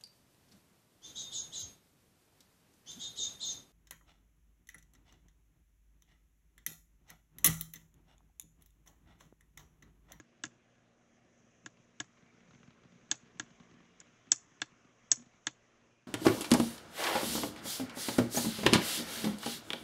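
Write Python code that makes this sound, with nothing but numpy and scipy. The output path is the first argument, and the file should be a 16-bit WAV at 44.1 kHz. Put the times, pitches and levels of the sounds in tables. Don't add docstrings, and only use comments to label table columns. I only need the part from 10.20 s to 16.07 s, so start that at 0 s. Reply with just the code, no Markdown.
import sys
import numpy as np
from scipy import signal
from scipy.io import wavfile

SR = 44100
rng = np.random.default_rng(int(sys.argv[2]) if len(sys.argv) > 2 else 0)


def gain_from_db(level_db):
    decades = np.asarray(level_db, float) / 20
    return 10 ** decades


def master(y):
    cut = np.clip(np.atleast_2d(y).T, -1, 1)
    pcm = np.round(cut * 32767)
    wavfile.write(sys.argv[1], SR, pcm.astype(np.int16))


N = 258896
LEAD_S = 0.01

# t/s, dome level/dB, lid level/dB, case level/dB, thump level/dB
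SNAPS = [(0.2374, -25.5, -26.5, -29.5, -36), (0.253, -32.5, -44, -58, -76), (0.2668, -48, -50, -55, -65),
         (1.4609, -35.5, -37.5, -36, -42.5), (1.8006, -45, -25, -38, -35.5),
         (1.803, -24.5, -52.5, -29, -66), (2.914, -13.5, -17, -30, -37), (3.1973, -24.5, -26, -29, -35.5),
         (3.8023, -37, -50.5, -58, -78), (3.812, -63, -63, -57, -56), (4.1188, -3, -16.5, -33, -39.5),
         (4.4176, -21.5, -20, -25.5, -36.5), (4.9168, -3.5, -17.5, -32, -41),
         (5.2691, -19.5, -18, -26, -35)]
EARLY_SNAP = [
    (-0.0028, -38.5, -43.5, -41.5, -43),
]
# t/s, tilt/(dB/octave)
FINGER_TILT = [(0.24, -20), (1.46, -13), (1.8, -18.5), (2.91, 9.5), (3.2, -5.5), (4.12, 7.5), (4.42, 2),
               (4.92, 17), (5.27, 1)]
# f/Hz, level/dB, T60/s
DOME_MODES = [(5530, -15.5, .016), (5918, -9, 0.016), (6400, -16.5, 0.022), (6310, -4.5, 0.029),
              (6615, -3, 0.025), (6804, 1.7, 0.015), (7030, -10, 0.035), (7500, -20.5, 0.021),
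              (7780, -25, 0.025)]
# f/Hz, level/dB, T60/s
LID_MODES = [(2790, -4, 0.01), (3103, -8, 0.015), (3500, -3, 0.017), (4294, -8, 0.023),
             (4800, -11.5, 0.018)]
# f/Hz, level/dB, T60/s
CASE_MODES = [(720, -17, 0.048), (1090, -11.5, 0.034), (1370, -8, 0.038), (1666, 5, 0.03),
              (1910, 2.5, 0.015), (2156, -0.5, 0.024)]
# f/Hz, level/dB, T60/s
THUMP_MODES = [(131, -7.5, 0.13), (200, -11.5, 0.063), (306.9, 3.5, 0.058), (583.2, -18.5, 0.09),
               (614, -20.5, 0.0303)]
# t/s, bump level/dB, bump f/Hz, tick level/dB
CREAKS = [(0.26, -43, 207, -41), (1.05, -53, 271, -63), (1.238, -53.5, 200, -71), (1.444, -48, 201, -76),
          (1.595, -50, 210, -73), (2.026, -49.5, 199, -54), (2.138, -53, 219, -59),
          (2.477, -44.5, 210, -52), (2.508, -52, 197, -48), (2.651, -46, 227.6, -53),
          (2.724, -51.5, 211, -51), (2.754, -50.5, 198, -57.5), (2.829, -51, 212, -60),
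          (2.944, -52.5, 212, -41.5), (3.028, -46, 185, -54.5), (3.06, -51, 196, -51),
          (3.154, -46.5, 182, -56), (3.174, -57, 203, -50), (3.227, -48, 224, -49), (3.307, -49, 176, -49),
          (3.402, -45, 176, -45), (3.514, -47, 197, -51), (3.541, -48.5, 257, -50), (3.606, -52, 236, -51),
          (3.814, -62, 233, -46.5), (4.521, -52, 195, -59), (4.649, -50, 248, -53),
          (4.69, -56.5, 279, -55.5), (5.063, -49, 220, -54), (5.299, -55, 206.5, -53)]
# start t/s, step/s, slips, bump level/dB, bump f/Hz
JUDDERS = [
    (2.281, 0.025, 9, -50.5, 175),
    (4.074, .018, 3, -50.5, 225),
    (4.967, .031, 3, -49.5, 243),
]
# f/Hz, level/dB, T60/s
HAND_MODES = [(68.4, 0, 0.034), (130, -0.5, 0.056), (176, -1.6, 0.036), (242, -5.5, 0.084),
              (350, -0.5, 0.016), (654, -17.5, 0.032)]
# t/s, squeeze/(0-1)
SQUEEZE = [(0, 0.15), (1.4, 0.5), (1.95, 0.31), (2.3, 0.92), (2.7, .7), (3.5, 1.0), (3.85, 0.5),
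           (4.4, 0.21), (5.87, 0.05)]
# t/s, level/dB
STRAIN = [(0.0, -77), (0.34, -75), (1.31, -76.5), (1.72, -74.5), (2.45, -71.5), (2.83, -72), (3.32, -69.5),
          (3.64, -71.5), (3.79, -71.5), (4.9, -71.5), (5.59, -73), (5.74, -76), (5.87, -77)]
# t/s, level/dB
MOTOR_LOAD = [(0.0, -74.5), (0.52, -77), (1.58, -73.5), (2.88, -75.5), (3.11, -72), (3.61, -70),
              (3.71, -76.5), (4.38, -85.5), (4.56, -77.5), (4.81, -82), (5.05, -85), (5.62, -75),
              (5.74, -79), (5.87, -94.5)]
# start t/s, stop t/s, f/Hz, level/dB
WHINES = [
    (4.97, 5.045, 238, -59.5),
    (3.66, 3.79, 2865, -83),
    (5.70, 5.86, 2433, -83),
]
# delay/ms, level/dB
ECHOES = [(2.0, -14), (3.4, -24.5), (5.2, -23), (9.6, -19.5), (12.8, -26.5), (42, -31.5)]
# f/Hz, level/(dB per Hz)
RUMBLE_SPECTRUM = [(15, -11.5), (45, -11.5), (110, -8), (200, -7), (360, -6), (500, -10.5), (640, -4.5),
                   (900, -35.5), (1500, -51.5)]
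# f/Hz, level/(dB per Hz)
HISS_SPECTRUM = [(300, -20.5), (700, -7.5), (1100, 3.8), (1400, 2), (2100, 2.5), (3200, -4.5), (4700, -16),
                 (5700, -6), (6600, -0.5), (7300, -23), (7700, -18), (8400, -30)]


def rms_one(x):
    return x / np.sqrt(np.mean(x ** 2) + 1e-20)


def drift(rate_hz):
    hop = 40
    r = np.exp(-2 * np.pi * rate_hz * hop / SR)
    white = rng.standard_normal(N // hop + 2002)
    slow = signal.lfilter([1], [1, -2 * r, r * r], white)[2000:]
    return np.interp(np.arange(N) / hop, np.arange(len(slow)), rms_one(slow))


def band_pass(x, order, low_hz, high_hz):
    return signal.sosfilt(signal.butter(order, [low_hz, high_hz], "band", fs=SR, output="sos"), x)


def banded_noise(spectrum, patchy_db, per_octave):
    hz_points, db_points = np.transpose(spectrum)
    octaves = np.log2(hz_points[-1] / hz_points[0])
    edges_hz = hz_points[0] * 2 ** np.arange(0, octaves, 1 / per_octave)
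    white = rng.standard_normal((2, N))
    out = 0
    for k, (low_hz, high_hz) in enumerate(zip(edges_hz, edges_hz[1:])):
        band = band_pass(white[k % 2], 2, low_hz, high_hz)
        level_db = np.interp(np.log(low_hz * high_hz) / 2, np.log(hz_points), db_points)
        flicker_db = patchy_db * (drift(12) + drift(1.5))
        out = out + band * gain_from_db(level_db + flicker_db)
    return rms_one(out)


def ring(force, hz, t60_s):
    r, w = gain_from_db(-60 / (t60_s * SR)), 2 * np.pi * hz / SR
    return signal.lfilter([0, np.sin(w)], [1, -2 * r * np.cos(w), r * r], force + 1e-18)


def struck(force, modes, peak_db, low_hz, high_hz, opposed=True):
    strengths = gain_from_db(rng.standard_normal(len(modes)))
    if opposed:
        strengths[::2] *= -1
    sound = 0
    for strength, (hz, db, t60_s) in zip(strengths, modes):
        sound = sound + strength * gain_from_db(db) * ring(force, hz, t60_s)
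    sound = band_pass(sound, 3, low_hz, high_hz)
    return gain_from_db(peak_db) * sound / np.abs(sound).max()


def tilted(modes, tilt_db):
    middle = np.mean(np.log2([hz for hz, _, _ in modes]))
    return [(hz, db + tilt_db * (np.log2(hz) - middle), t60_s) for hz, db, t60_s in modes]


def add(track, s, sound):
    at = round((s + LEAD_S) * SR)
    track[at:at + len(sound)] += sound[:len(track) - at]


def hiss(strain_db):
    return gain_from_db(strain_db + 1.0) * banded_noise(HISS_SPECTRUM, patchy_db=1.47, per_octave=4)


def rumble(strain_db, squeeze):
    level_db = -73 + 0.17 * (strain_db - strain_db.mean()) + 3 * squeeze
    return gain_from_db(level_db) * banded_noise(RUMBLE_SPECTRUM, patchy_db=1.53, per_octave=3)


def hum(load_db, squeeze):
    motor_hz, whine_ramp_s = 118.1, 0.02
    t = np.arange(N) / SR
    phase = 2 * np.pi * motor_hz * t + 0.46 * drift(1.3)
    lower_db = -77 + 3.5 * np.tanh(drift(4.7))
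    middle_db = -88.5 + 19.5 * squeeze + 4.6 * drift(6)
    out = gain_from_db(load_db + 2) * np.sin(2 * phase)
    out += gain_from_db(lower_db) * np.sin(phase)
    out += gain_from_db(middle_db) * np.sin(3 / 2 * phase)
    for start_s, stop_s, hz, db in WHINES:
        ramp = np.clip(np.minimum(t - start_s, stop_s - t) / whine_ramp_s, 0, 1)
        out += gain_from_db(db + 4) * np.sin(2 * np.pi * hz * t) * ramp
    return out


def room(x):
    tail_db, t60_s, onset_s = -49.5, 0.23, 0.0051
    t = np.arange(round(0.4 * SR)) / SR
    answer = gain_from_db(tail_db - 60 * t / t60_s) * rng.standard_normal(len(t)) * np.clip(t / onset_s, 0, 1)
    for ms, db in ECHOES:
        answer[round(ms * SR / 1000)] += gain_from_db(db)
    thin = signal.sosfilt(signal.butter(2, 4300, "high", fs=SR, output="sos"), x) + 0.17 * x
    return signal.fftconvolve(thin, answer)[:len(x)]


def judder_slips():
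    rows = []
    for start_s, step_s, number, run_db, hz in JUDDERS:
        for k in range(round(number)):
            late, loud, high, gritty = rng.normal(0, 1, 4)
            bump_db = run_db + 2.5 * loud
            tick_db = bump_db - 3 + 2 * gritty
            rows.append((start_s + step_s * k + 0.0034 * late, bump_db, hz * (1 + 0.11 * high), tick_db))
    return rows


def faint_slips(squeeze):
    rate_per_s, squeeze_rate_db = 3.3, 17.5
    hop = SR // 100
    rows = []
    for k, (chance, late, loud, high, gritty) in enumerate(rng.random((N // hop, 5))):
        if chance < rate_per_s * gain_from_db(squeeze_rate_db * squeeze[k * hop]) * hop / SR:
            bump_db = -58.5 + 8 * (loud - 0.5)
            bump_hz = 200 * gain_from_db(1.9 * (high - 0.5))
            tick_db = bump_db - 0.5 + 14 * (gritty - 0.5)
            rows.append(((k + late) * hop / SR, bump_db, bump_hz, tick_db))
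    return rows


def grip(squeeze):
    tick_t60_s = 0.04
    track = np.zeros(N + round(LEAD_S * SR))
    push = np.concatenate([np.hanning(80), np.zeros(3900)])
    t = np.arange(len(push)) / SR
    for s, bump_db, bump_hz, tick_db in list(CREAKS) + judder_slips() + faint_slips(squeeze):
        modes = [(hz, db - 9 * abs(np.log2(hz / bump_hz)), t60_s) for hz, db, t60_s in HAND_MODES]
        bump = struck(push, modes, bump_db - 6.5, low_hz=60, high_hz=891)
        tick = band_pass(rng.standard_normal(len(t)), 2, 450, 2800) * gain_from_db(-60 * t / tick_t60_s)
        add(track, s - 0.002, bump + gain_from_db(tick_db - 2) * tick)
    return track


def button():
    rebound, rebound_span_s = 0.18, 0.0045
    case_lag, thump_lag = 25, 80
    dome_tilt_share, case_tilt_share = 0.3, 0.3
    hash_db, hash_t60_s = -15.5, 0.07
    track = np.zeros(N + round(LEAD_S * SR))
    push = np.concatenate([np.hanning(60), np.zeros(6000)])
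    t = np.arange(len(push)) / SR
    for s, dome_db, lid_db, case_db, thump_db in EARLY_SNAP + SNAPS:
        tilt_db = np.interp(s, *np.transpose(FINGER_TILT))
        flip = np.zeros(len(push))
        flip[[0, 20]] = 0.3, -1.0
        late, size = rng.random(8), rng.normal(0, 1, 8)
        contacts = flip.copy()
        np.add.at(contacts, 20 + (late * rebound_span_s * SR).astype(int), rebound * size * gain_from_db(-7 * late))
        dome_modes = tilted(DOME_MODES, dome_tilt_share * tilt_db)
        lid_modes = tilted(LID_MODES, tilt_db)
        case_modes = tilted(CASE_MODES, case_tilt_share * tilt_db)
        case_flip, late_push = np.roll(flip, case_lag), np.roll(push, thump_lag)
        sound = struck(contacts, dome_modes, dome_db, low_hz=4750, high_hz=9660, opposed=False)
        sound += struck(flip, lid_modes, lid_db - 5, low_hz=2450, high_hz=5010)
        sound += struck(case_flip, case_modes, case_db + 1.5, low_hz=693, high_hz=2500)
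        sound += struck(late_push, THUMP_MODES, thump_db - 5, low_hz=99.4, high_hz=628.7)
        blur = band_pass(rng.standard_normal(len(t)) * gain_from_db(hash_db - 60 * t / hash_t60_s), 2, 560, 3900)
        add(track, s - 0.0004, sound + (gain_from_db(lid_db) + gain_from_db(case_db)) * blur)
    return track


def scene():
    t = np.arange(N) / SR
    strain_db, load_db, squeeze = [np.interp(t, *np.transpose(c)) for c in (STRAIN, MOTOR_LOAD, SQUEEZE)]
    snaps = button()
    events = (snaps + room(snaps) + grip(squeeze))[-N:]
    low = rumble(strain_db, squeeze) + hum(load_db, squeeze)
    low *= np.clip((t[-1] - t) / 0.16 + 0.43, 0, 1)
    return (events + low + hiss(strain_db))[None]


def low_pass(x):
    return signal.sosfilt(signal.butter(12, 15600, fs=SR, output="sos"), x)


def record(dry):
    cutoff_hz, fizz_top_hz, fizz_db = 7980, 10230, -89.5
    speech_band = signal.firwin(1401, cutoff_hz, window=("kaiser", 7), fs=SR)
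    narrow = signal.fftconvolve(dry, speech_band[None], "same")
    fizz_band = signal.butter(6, fizz_top_hz, fs=SR, output="sos")
    fizz = gain_from_db(fizz_db) * signal.sosfilt(fizz_band, rng.standard_normal(dry.shape))
    bent = narrow - 0.034 * narrow ** 5
    return low_pass(bent + fizz)


dry = scene()
out = record(dry)
master(out)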